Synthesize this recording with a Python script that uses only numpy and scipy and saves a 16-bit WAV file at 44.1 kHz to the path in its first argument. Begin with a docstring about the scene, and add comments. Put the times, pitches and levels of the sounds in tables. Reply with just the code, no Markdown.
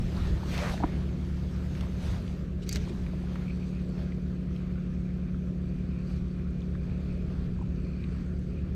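"""Casting from a calm shore

Three distant engines drone across the water over a low murmur and a breeze on a chest microphone.
Sleeves rustle as an angler casts: the rod sheds eddies with a swish and its butt knocks. The reel's
bail scrapes over its cam and snaps shut, then rotor and gears whir softly with small ticks."""
import sys
import numpy as np
from scipy import signal
from scipy.fft import rfft, irfft, next_fast_len
from scipy.io import wavfile
from scipy.ndimage import uniform_filter1d, map_coordinates

SR = 44100
rng = np.random.default_rng(int(sys.argv[2]) if len(sys.argv) > 2 else 0)


def log_audio(samples):
    """Write samples as a 16-bit WAV file to the path given in sys.argv[1]."""
    # one column per channel
    frames = np.atleast_2d(samples).T
    # limit to full scale, then quantise
    limited = np.clip(frames, -1, 1)
    pcm = np.round(limited * 32767).astype(np.int16)
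    wavfile.write(sys.argv[1], SR, pcm)


N = 385875
TIME_S = np.arange(N) / SR
HIT_S = np.arange(SR // 10) / SR


def amp(db):
    """Decibels to gain."""
    return 10 ** (np.asarray(db) / 20)


def unit(x):
    """Scale to rms 1."""
    return x / np.sqrt(np.mean(x ** 2) + 1e-20)


def curve(rows, column=1):
    """One table column, interpolated per sample."""
    rows = np.asarray(rows)
    return np.interp(TIME_S, rows[:, 0], rows[:, column])


def swells(rows, rise_db_s, fall_db_s, column=2):
    """Power-summed gain of (start_s, hold_s, level_db) rows that rise, hold and fall."""
    power = 0
    for row in rows:
        early_s = np.maximum(row[0] - TIME_S, 0)
        late_s = np.maximum(TIME_S - row[0] - row[1], 0)
        power += amp(row[column] - rise_db_s * early_s - fall_db_s * late_s) ** 2
    return np.sqrt(power)


def wobble(rate_hz):
    """Smooth random curve through rate_hz knots a second."""
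    return map_coordinates(rng.standard_normal(int(N * rate_hz / SR) + 4), [TIME_S * rate_hz])


def filtered(x, response):
    """Apply a complex frequency response."""
    size = next_fast_len(len(x) + 8192)
    return irfft(rfft(x, size) * response(np.fft.rfftfreq(size, 1 / SR)), size)[:len(x)]


def shape(points):
    """Response through (freq_hz, gain_db) points on a log axis."""
    freq_hz, gain_db = np.transpose(points)
    return lambda hz: amp(np.interp(np.log(hz + 1), np.log(freq_hz + 1), gain_db, -120, -120))


def peaks(modes, passes=1):
    """Response of (pitch_hz, width_hz, gain_db) resonances of alternating sign, applied passes times."""
    return lambda f: sum((-1) ** k * amp(db) * 1j * f * width / (hz * hz - f * f + 1j * f * width)
                         for k, (hz, width, db) in enumerate(modes)) ** passes


def rush(response, patchy_db, grain_db=0):
    """Coloured noise of rms 1, with fast grain and random time-frequency patches."""
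    grainy = amp(grain_db * wobble(400)) * rng.standard_normal(N)
    spectra = signal.stft(grainy, nperseg=512)[2]
    patches = uniform_filter1d(rng.standard_normal(spectra.shape), size=6, axis=0)
    patches = unit(uniform_filter1d(patches, size=10, axis=1))
    noise = signal.istft(spectra * amp(patchy_db * patches), nperseg=512)[1][:N]
    return unit(filtered(noise, response))


def decay(t60_s, t=HIT_S):
    """Gain falling 60 dB in t60_s."""
    return amp(-60 * t / t60_s)


def ring(hz, t60_s, attack_s=0.002):
    """One decaying mode."""
    return decay(t60_s) * (1 - np.exp(-HIT_S / attack_s)) * np.sin(2 * np.pi * hz * HIT_S)


def add(track, start_s, sound):
    """Mix a sound in at start_s."""
    track[round(start_s * SR):][:len(sound)] += sound


# Gust, far wash and low murmur envelopes: time_s, level_db
GUST_LEVEL = [(0, -33), (.26, -28.5), (.4, -37.5), (1, -42), (1.48, -53.5), (2.12, -31.5), (2.6, -58),
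              (2.78, -35), (3.5, -55.5), (5.1, -47), (6.05, -51.5), (6.21, -40), (6.4, -50.5), (7.16, -35),
              (7.58, -35), (7.92, -44), (8.5, -38.5), (8.75, -41)]
WASH_LEVEL = [(0, -59), (3.3, -60.5), (4, -52.5), (4.4, -57), (5.7, -62), (6.6, -58), (7.3, -54.5),
              (7.9, -69), (8.2, -61), (8.75, -64)]
MURMUR_LEVEL = [(0, -42), (.9, -39.5), (1.4, -47.5), (2.1, -44), (2.8, -41), (3.5, -49), (6.2, -46.5),
                (7.6, -44), (8.75, -43)]
# Their spectra, and that of a faint steady rustle of cloth at rest: freq_hz, gain_db
GUST_SPECTRUM = [(15, -13), (30, -2), (45, -1), (90, -4.5), (160, -10.5), (250, -18.5), (300, -120)]
WASH_SPECTRUM = [(300, -13), (450, 1), (650, -6), (800, -21), (1000, -50)]
MURMUR_SPECTRUM = [(15, -20.5), (35, -11.5), (60, -3.5), (130, -7), (220, -8), (335, -11.5), (400, -13.5),
                   (650, -25.5), (850, -44), (1200, -60.5)]
CALM_RUSTLE_SPECTRUM = [(500, -12), (700, -2.5), (900, -11.5), (1050, -4), (1300, -1), (2400, -8),
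                        (4500, -22.5), (9000, -52.5)]


def shore():
    """A breeze buffets the microphone over the wash and murmur of the bay and a faint steady rustle of cloth."""
    gusts = unit(amp(2.65 * wobble(8)) * rush(shape(GUST_SPECTRUM), patchy_db=2.5))
    wash = amp(curve(WASH_LEVEL) + wobble(3.17)) * rush(shape(WASH_SPECTRUM), patchy_db=2.5)
    calm_rustle = amp(-60.5 + 0.64 * wobble(4.3)) * rush(shape(CALM_RUSTLE_SPECTRUM), patchy_db=1.6, grain_db=1.14)
    murmur = amp(curve(MURMUR_LEVEL)) * rush(shape(MURMUR_SPECTRUM), patchy_db=2.0)
    return amp(curve(GUST_LEVEL)) * gusts + wash + calm_rustle + murmur


def drone(cycle_hz, orders, fade_db, drift_turns, carry_db=lambda hz: 0):
    """Orders of an engine cycle; moving air fades and delays each a little."""
    turns = np.cumsum(cycle_hz + np.zeros(N)) / SR
    out = np.zeros(N)
    for order, db in orders:
        phase = order * turns + rng.random() + drift_turns * wobble(2.017)
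        level_db = db + carry_db(order * np.mean(cycle_hz)) + fade_db * wobble(1.602)
        out += amp(level_db) * np.sqrt(2) * np.sin(2 * np.pi * phase)
    return out


# Engine harmonics: order, level_db
GOVERNED_ORDERS = [(6, -39), (9, -49), (10, -57), (12, -42), (13, -49), (14, -57), (15, -37), (16, -55),
                   (17, -61), (18, -53), (19, -59), (20, -65), (21, -53), (22, -59), (24, -64), (30, -57),
                   (33, -66)]
BOAT_ORDERS = [(3, -55), (4, -43), (5, -42), (6, -49), (7, -53), (8, -56), (9, -49), (10, -54), (11, -58),
               (12, -55), (13, -58), (15, -53), (19, -64)]
FAR_ORDERS = [(2, -52), (7, -61), (8, -68), (9, -66), (10, -56), (12, -59), (15, -66)]
# Level of the governed engine's orders, low up to 72 Hz and high from 180 Hz: time_s, low_gain_db, high_gain_db
GOVERNED_LEVELS = [(0, -1, -0.5), (1, 3.5, -1), (1.75, 3.5, -0.5), (2.5, -2, -2), (3.5, -2, 2), (5.5, -1.5, 1.5),
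                   (6.5, 0.5, 1), (8.75, 1, -1.5)]
# Boat engine speed: time_s, cycle_hz
BOAT_SPEED = [(0, 12.79), (5.1, 12.77), (6, 12.63), (8.75, 12.62)]
# Lone distant tones: pitch_hz, level_db
LONE_TONES = [(370, -62), (536.5, -67)]
GOVERNED_HZ, FAR_HZ = 12.015, 33.96


def engines():
    """A governed engine, a boat easing off, a faint third engine and two tones cross the water."""
    low_db, high_db = curve(GOVERNED_LEVELS), curve(GOVERNED_LEVELS, column=2)
    carry_db = lambda hz: low_db + (high_db - low_db) * np.interp(hz, (72, 180), (0, 1))
    governed = drone(GOVERNED_HZ, GOVERNED_ORDERS, fade_db=0.3, drift_turns=0.021, carry_db=carry_db)
    tones = drone(1.0, LONE_TONES, fade_db=-0.5, drift_turns=0.36)  # 1 Hz cycle: order equals pitch
    boat = drone(curve(BOAT_SPEED), BOAT_ORDERS, fade_db=0.5, drift_turns=0.037)
    far = drone(FAR_HZ, FAR_ORDERS, fade_db=2.5, drift_turns=0.14)
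    return governed + tones + boat + far


# Rustle between strokes: time_s, body_db, crisp_db
RUSTLE_FLOOR = [(0, -53.5, -58.5), (.9, -50.5, -61.5), (1.1, -59, -63.5), (1.6, -58, -62),
                (2.3, -57.5, -62), (2.55, -75, -71), (2.8, -55.5, -62), (3.6, -62.5, -66.5),
                (4.4, -68, -70), (8.75, -72, -70)]
# Arm strokes: start_s, hold_s, body_db, crisp_db
ARM_STROKES = [(.17, 0.12, -51, -59.5), (.5, 0.031, -54, -54), (.54, 0.2, -55, -49),
               (1.78, 0.06, -55, -62.5), (2.03, 0.13, -50.5, -55.5), (3.3, 0.15, -57, -67),
               (3.67, 0.017, -76, -64.5), (3.99, 0.043, -55, -67), (4.55, 0.028, -70, -68),
               (6.1, 0.081, -60.5, -68), (6.85, 0.28, -62.5, -77), (7.3, 0.16, -59, -74),
               (8.12, 0.089, -61.5, -73)]
# Rustle bands: freq_hz, gain_db
BODY_SPECTRUM = [(350, -25.5), (550, 3.5), (900, -0.5), (1300, -2), (2400, -6), (3200, -10), (4500, -13.5),
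                 (6500, -29), (9000, -54.5)]
CRISP_SPECTRUM = [(2000, -11), (3500, -3), (4500, -5), (6500, -7), (9000, -15.5), (13000, -17),
                  (15000, -26), (15790, -37)]
STROKE_RISE_DB_S, STROKE_FALL_DB_S = 180.5, 231


def sleeves():
    """Cloth and line rustle throughout and swell with each arm stroke."""
    flutter = amp(0.42 * wobble(25))
    body_gain, crisp_gain = (
        np.hypot(amp(curve(RUSTLE_FLOOR, k)),
                 swells(ARM_STROKES, STROKE_RISE_DB_S, STROKE_FALL_DB_S, k + 1)) for k in (1, 2))
    body = body_gain * rush(shape(BODY_SPECTRUM), patchy_db=2.2, grain_db=1.5)
    crisp = crisp_gain * rush(shape(CRISP_SPECTRUM), patchy_db=1.9, grain_db=0.5)
    return flutter * (body + crisp)


# Tackle and hand ticks: start_s, peak_db, pitch_hz, width_hz
TACKLE_TICKS = [(.166, -38.5, 3980, 900), (.291, -46, 800, 900), (.431, -36.5, 760, 300),
                (.578, -27, 2200, 2000), (.588, -35, 3500, 1490), (.607, -43, 1800, 1200),
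                (.777, -38, 1710, 500), (1.751, -40, 1900, 2970), (1.773, -43, 1500, 800),
                (1.809, -35, 1600, 3860), (1.834, -40, 900, 800), (1.866, -44, 800, 700),
                (2.278, -41, 2710, 1400), (2.589, -59, 900, 500), (2.876, -40.5, 900, 500),
                (3.064, -39, 1760, 1500), (3.133, -42, 620, 200), (3.235, -45, 650, 250),
                (3.318, -43, 1000, 900), (3.356, -35.5, 1080, 900), (3.358, -46, 2400, 1800),
                (4.12, -44, 2180, 800), (4.179, -43, 540, 200), (4.562, -46, 2760, 1400),
                (4.925, -52, 1750, 300), (5.343, -46, 1390, 250), (6.117, -55, 5200, 4000),
                (6.16, -54, 5000, 5000), (6.605, -53, 5000, 2000), (6.618, -49.5, 3400, 500),
                (6.751, -40.5, 1300, 700), (7.587, -47, 950, 262), (7.612, -41, 950, 260),
                (7.622, -44, 850, 260), (8.039, -41, 2240, 700), (8.04, -47.5, 3800, 900)]
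WIND_START_S, GEAR_TICK_COUNT, GEAR_TICK_HZ = 3.45, 45, 5200


def ticks():
    """Tackle, hands and winding gears tick: noise puffs in a resonance, ringing longer if narrow."""
    out, t = np.zeros(N), np.arange(SR // 20) / SR
    winding_s = (N - len(t)) / SR - WIND_START_S
    gear_ticks = [(WIND_START_S + when * winding_s, -67 + 9 * size,
                   GEAR_TICK_HZ * 2 ** (1.3 * tone - 0.65), 1500)
                  for when, size, tone in rng.random((GEAR_TICK_COUNT, 3))]
    for start_s, peak_db, pitch_hz, width_hz in [*TACKLE_TICKS, *gear_ticks]:
        puff = decay(0.019, t) * (1 - np.exp(-t / 0.0003)) * rng.standard_normal(len(t))
        tick = filtered(puff, peaks([(pitch_hz, width_hz, 0)], passes=2))
        add(out, start_s, amp(peak_db) * tick / np.abs(tick).max())
    return out


# Louder spells of the rotor: start_s, hold_s, level_db
ROTOR_SPELLS = [(3.495, 0.016, -52.5), (3.625, 0.014, -59), (3.74, 0.042, -60), (4.93, 0.06, -72),
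                (5.04, 0.051, -70), (5.25, .04, -73), (5.8, 0.05, -70.5), (5.93, 0.084, -64.5),
                (6.3, 0.15, -72.5), (6.59, .03, -69), (6.9, 0.088, -68), (7.09, 0.12, -69),
                (7.78, 0.081, -70), (7.89, .03, -65.5), (7.96, 0.077, -64), (8.12, 0.05, -71),
                (8.52, .07, -64.5)]
# Gear hiss envelope: time_s, level_db
GEAR_LEVEL = [(3.45, -69), (4.2, -75.5), (5.4, -86), (5.9, -76), (6.1, -70), (6.5, -79.5), (6.9, -74),
              (7.6, -75), (8, -73), (8.5, -75), (8.75, -82)]
# Reel resonances, per filter pass: pitch_hz, width_hz, gain_db
ROTOR_MODES = [(2434, 310, 0)]
GEAR_MODES = [(3670, 250, -13.5), (4450, 550, -0.5), (6000, 430, -3), (6260, 320, -3.5), (7900, 600, -6.5)]


def reel_whir():
    """Once winding starts, the rotor whirs in its housing and the gears hiss."""
    winding = TIME_S > WIND_START_S
    rotor_gain = swells(ROTOR_SPELLS, rise_db_s=497, fall_db_s=497)
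    rotor_gain += amp(-75 + 3.1 * wobble(7.5)) * winding
    rotor = rotor_gain * rush(peaks(ROTOR_MODES, passes=2), patchy_db=1.7, grain_db=2.5)
    gear_gain = amp(curve(GEAR_LEVEL) + 1.9 * wobble(8.7)) * winding
    return rotor + gear_gain * rush(peaks(GEAR_MODES, passes=2), patchy_db=2.5, grain_db=3.5)


# Reel and tackle thumps: start_s, level_db, pitch_hz
REEL_THUMPS = [(0.153, -36, 205), (2.09, -35, 140), (2.757, -26.5, 204.5), (2.744, -33.5, 418),
               (2.768, -34, 596), (2.905, -30, 352), (2.924, -25.5, 198)]
THUMP_T60_CYCLES = 23


def reel_thumps():
    """Dull thumps of the reel and tackle, mostly as the bail snaps shut: one low mode each."""
    out = np.zeros(N)
    for start_s, level_db, hz in REEL_THUMPS:
        add(out, start_s, amp(level_db) * ring(hz, THUMP_T60_CYCLES / hz))
    return out


# Bail arm on its cam: start_s, hold_s, level_db
CAM_SCRAPES = [(2.625, 0.014, -53.5), (2.668, 0.018, -54.5), (2.694, 0.0027, -48), (2.716, 0.044, -48),
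               (2.762, 0.005, -41), (2.79, 0.062, -57), (2.882, 0.014, -53)]
# Bail contacts: start_s, level_db, low_gain_db, high_gain_db, wire_gain_db
BAIL_CONTACTS = [(2.6905, -21, -8.5, -0.5, -1), (2.711, -35, 4, 2, -16), (2.726, -26, -6, 7, -14),
                 (2.731, -31.5, -4.5, 6, -8), (2.748, -32, 0, 1.5, -14), (2.7573, -24.5, 8.5, 1.5, -16),
                 (2.769, -34, 7, -7, -14)]
# Bail wire modes: pitch_hz, gain_db, t60_s
WIRE_MODES = [(4700, -3, 0.05), (6800, -12, .025), (9300, -20, 0.025)]


def bail():
    """The bail slides over its cam and snaps shut in contacts that ring wire and housing."""
    cam = shape([(900, -13), (2000, 9), (4500, 6.5), (7500, -1), (9000, -10), (15000, -22)])
    out = swells(CAM_SCRAPES, rise_db_s=1500, fall_db_s=1000) * rush(cam, patchy_db=3.5)
    for start_s, level_db, low_db, high_db, wire_db in BAIL_CONTACTS:
        housing = peaks([(1750, 600, low_db), (2650, 500, low_db - 5), (4280, 1260, 0),
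                         (6900, 1300, high_db), (12700, 2500, 0.5 * level_db + 4)])
        wire = sum(amp(db + wire_db + rng.normal(0, 1)) * ring(hz, t60_s) for hz, db, t60_s in WIRE_MODES)
        burst = decay(0.0078) * (1 - np.exp(-HIT_S / 0.0022)) ** 2 * rng.standard_normal(len(HIT_S))
        crack = filtered(burst, lambda f: housing(f) * np.abs(housing(f)) ** 0.16)  # sharpened peaks
        add(out, start_s, amp(level_db) * (0.34 * wire + 12 * crack))
    return out


# Rod at full speed: start_s, hold_s, level_db
THICK_SWING, TIP_SWING = (0.592, 0.12, -43.5), (0.55, 0.15, -43.5)
SWING_RISE_DB_S, SWING_FALL_DB_S, TIP_SLOWS_S = 228, 450, (0.5, 0.89)


def rod_swish():
    """The rod sheds eddies: low from the thick end, high from the tip and dropping as it slows."""
    thick = rush(peaks([(573, 180, 0)]), patchy_db=3.0, grain_db=3.5)
    speed = np.interp(TIME_S, TIP_SLOWS_S, (1, 0))
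    fast, slow = (rush(peaks([(hz, 0.5 * hz, 0)]), patchy_db=2.5, grain_db=1.5) for hz in (1950, 1400))
    tip = np.sqrt(speed) * fast + 1.33 * np.sqrt(1 - speed) * slow
    thick *= swells([THICK_SWING], SWING_RISE_DB_S, SWING_FALL_DB_S)
    tip *= swells([TIP_SWING], SWING_RISE_DB_S, SWING_FALL_DB_S)
    return filtered(thick + tip, shape([(200, -26), (400, 6), (2500, 1), (16000, -18)]))


# Butt knocks: start_s, level_db, low_gain_db, middle_hz
BUTT_KNOCKS = [(0.737, -24, -5.5, 740), (.742, -22.5, -4, 687), (.8025, -24.5, -2, 690),
               (0.8085, -24.5, 1.5, 700), (.8265, -24.5, -22, 870), (.830, -22.5, -26, 850),
               (0.8363, -12.5, -3, 890), (0.8404, -14, 5, 850), (0.8433, -17.5, -7, 835)]
# Lowest and two upper butt modes: pitch_hz, gain_db, t60_s
BUTT_MODES = [(298, -1, 0.026), (1160, -5.5, 0.008), (2160, -14.5, 0.0096)]
HARDEST_KNOCK_DB = -12.5


def rod_knocks():
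    """Each knock rings four modes of the rod butt."""
    out = np.zeros(N)
    for start_s, level_db, low_db, middle_hz in BUTT_KNOCKS:
        bite_db = 0.6 * (level_db - HARDEST_KNOCK_DB)  # softer blows are duller
        add(out, start_s, amp(level_db + 6.5) * ring(middle_hz, t60_s=0.0083, attack_s=0.0014))
        for (hz, gain_db, t60_s), extra_db in zip(BUTT_MODES, (low_db, bite_db, bite_db)):
            add(out, start_s, amp(level_db + gain_db + extra_db) * ring(hz, t60_s))
    return out


def scene():
    """All sources reach one microphone in open air."""
    background = engines() + shore()
    angler = sleeves() + rod_swish() + rod_knocks() + reel_whir() + reel_thumps() + bail() + ticks()
    return (background + angler)[None]


# Microphone housing response: freq_hz, gain_db
MIC_HOUSING = [(10, -0.5), (750, 0.5), (900, 0.5), (1150, 0), (1700, 0.5), (1950, -1), (2250, 1),
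               (3250, 0.5), (4500, 1), (5400, -0.5), (6550, 0), (7000, -3), (8000, 0.5), (10700, -2.5),
               (11500, -7.5), (12300, -0.5), (20000, -5.5)]
BAND_LIMIT_HZ = 15800


def record(dry):
    """The housing colours the sound; nothing passes above the band limit."""
    return filtered(dry[0], lambda hz: shape(MIC_HOUSING)(hz) * (hz < BAND_LIMIT_HZ))[None]


dry = scene()
out = record(dry)
log_audio(out)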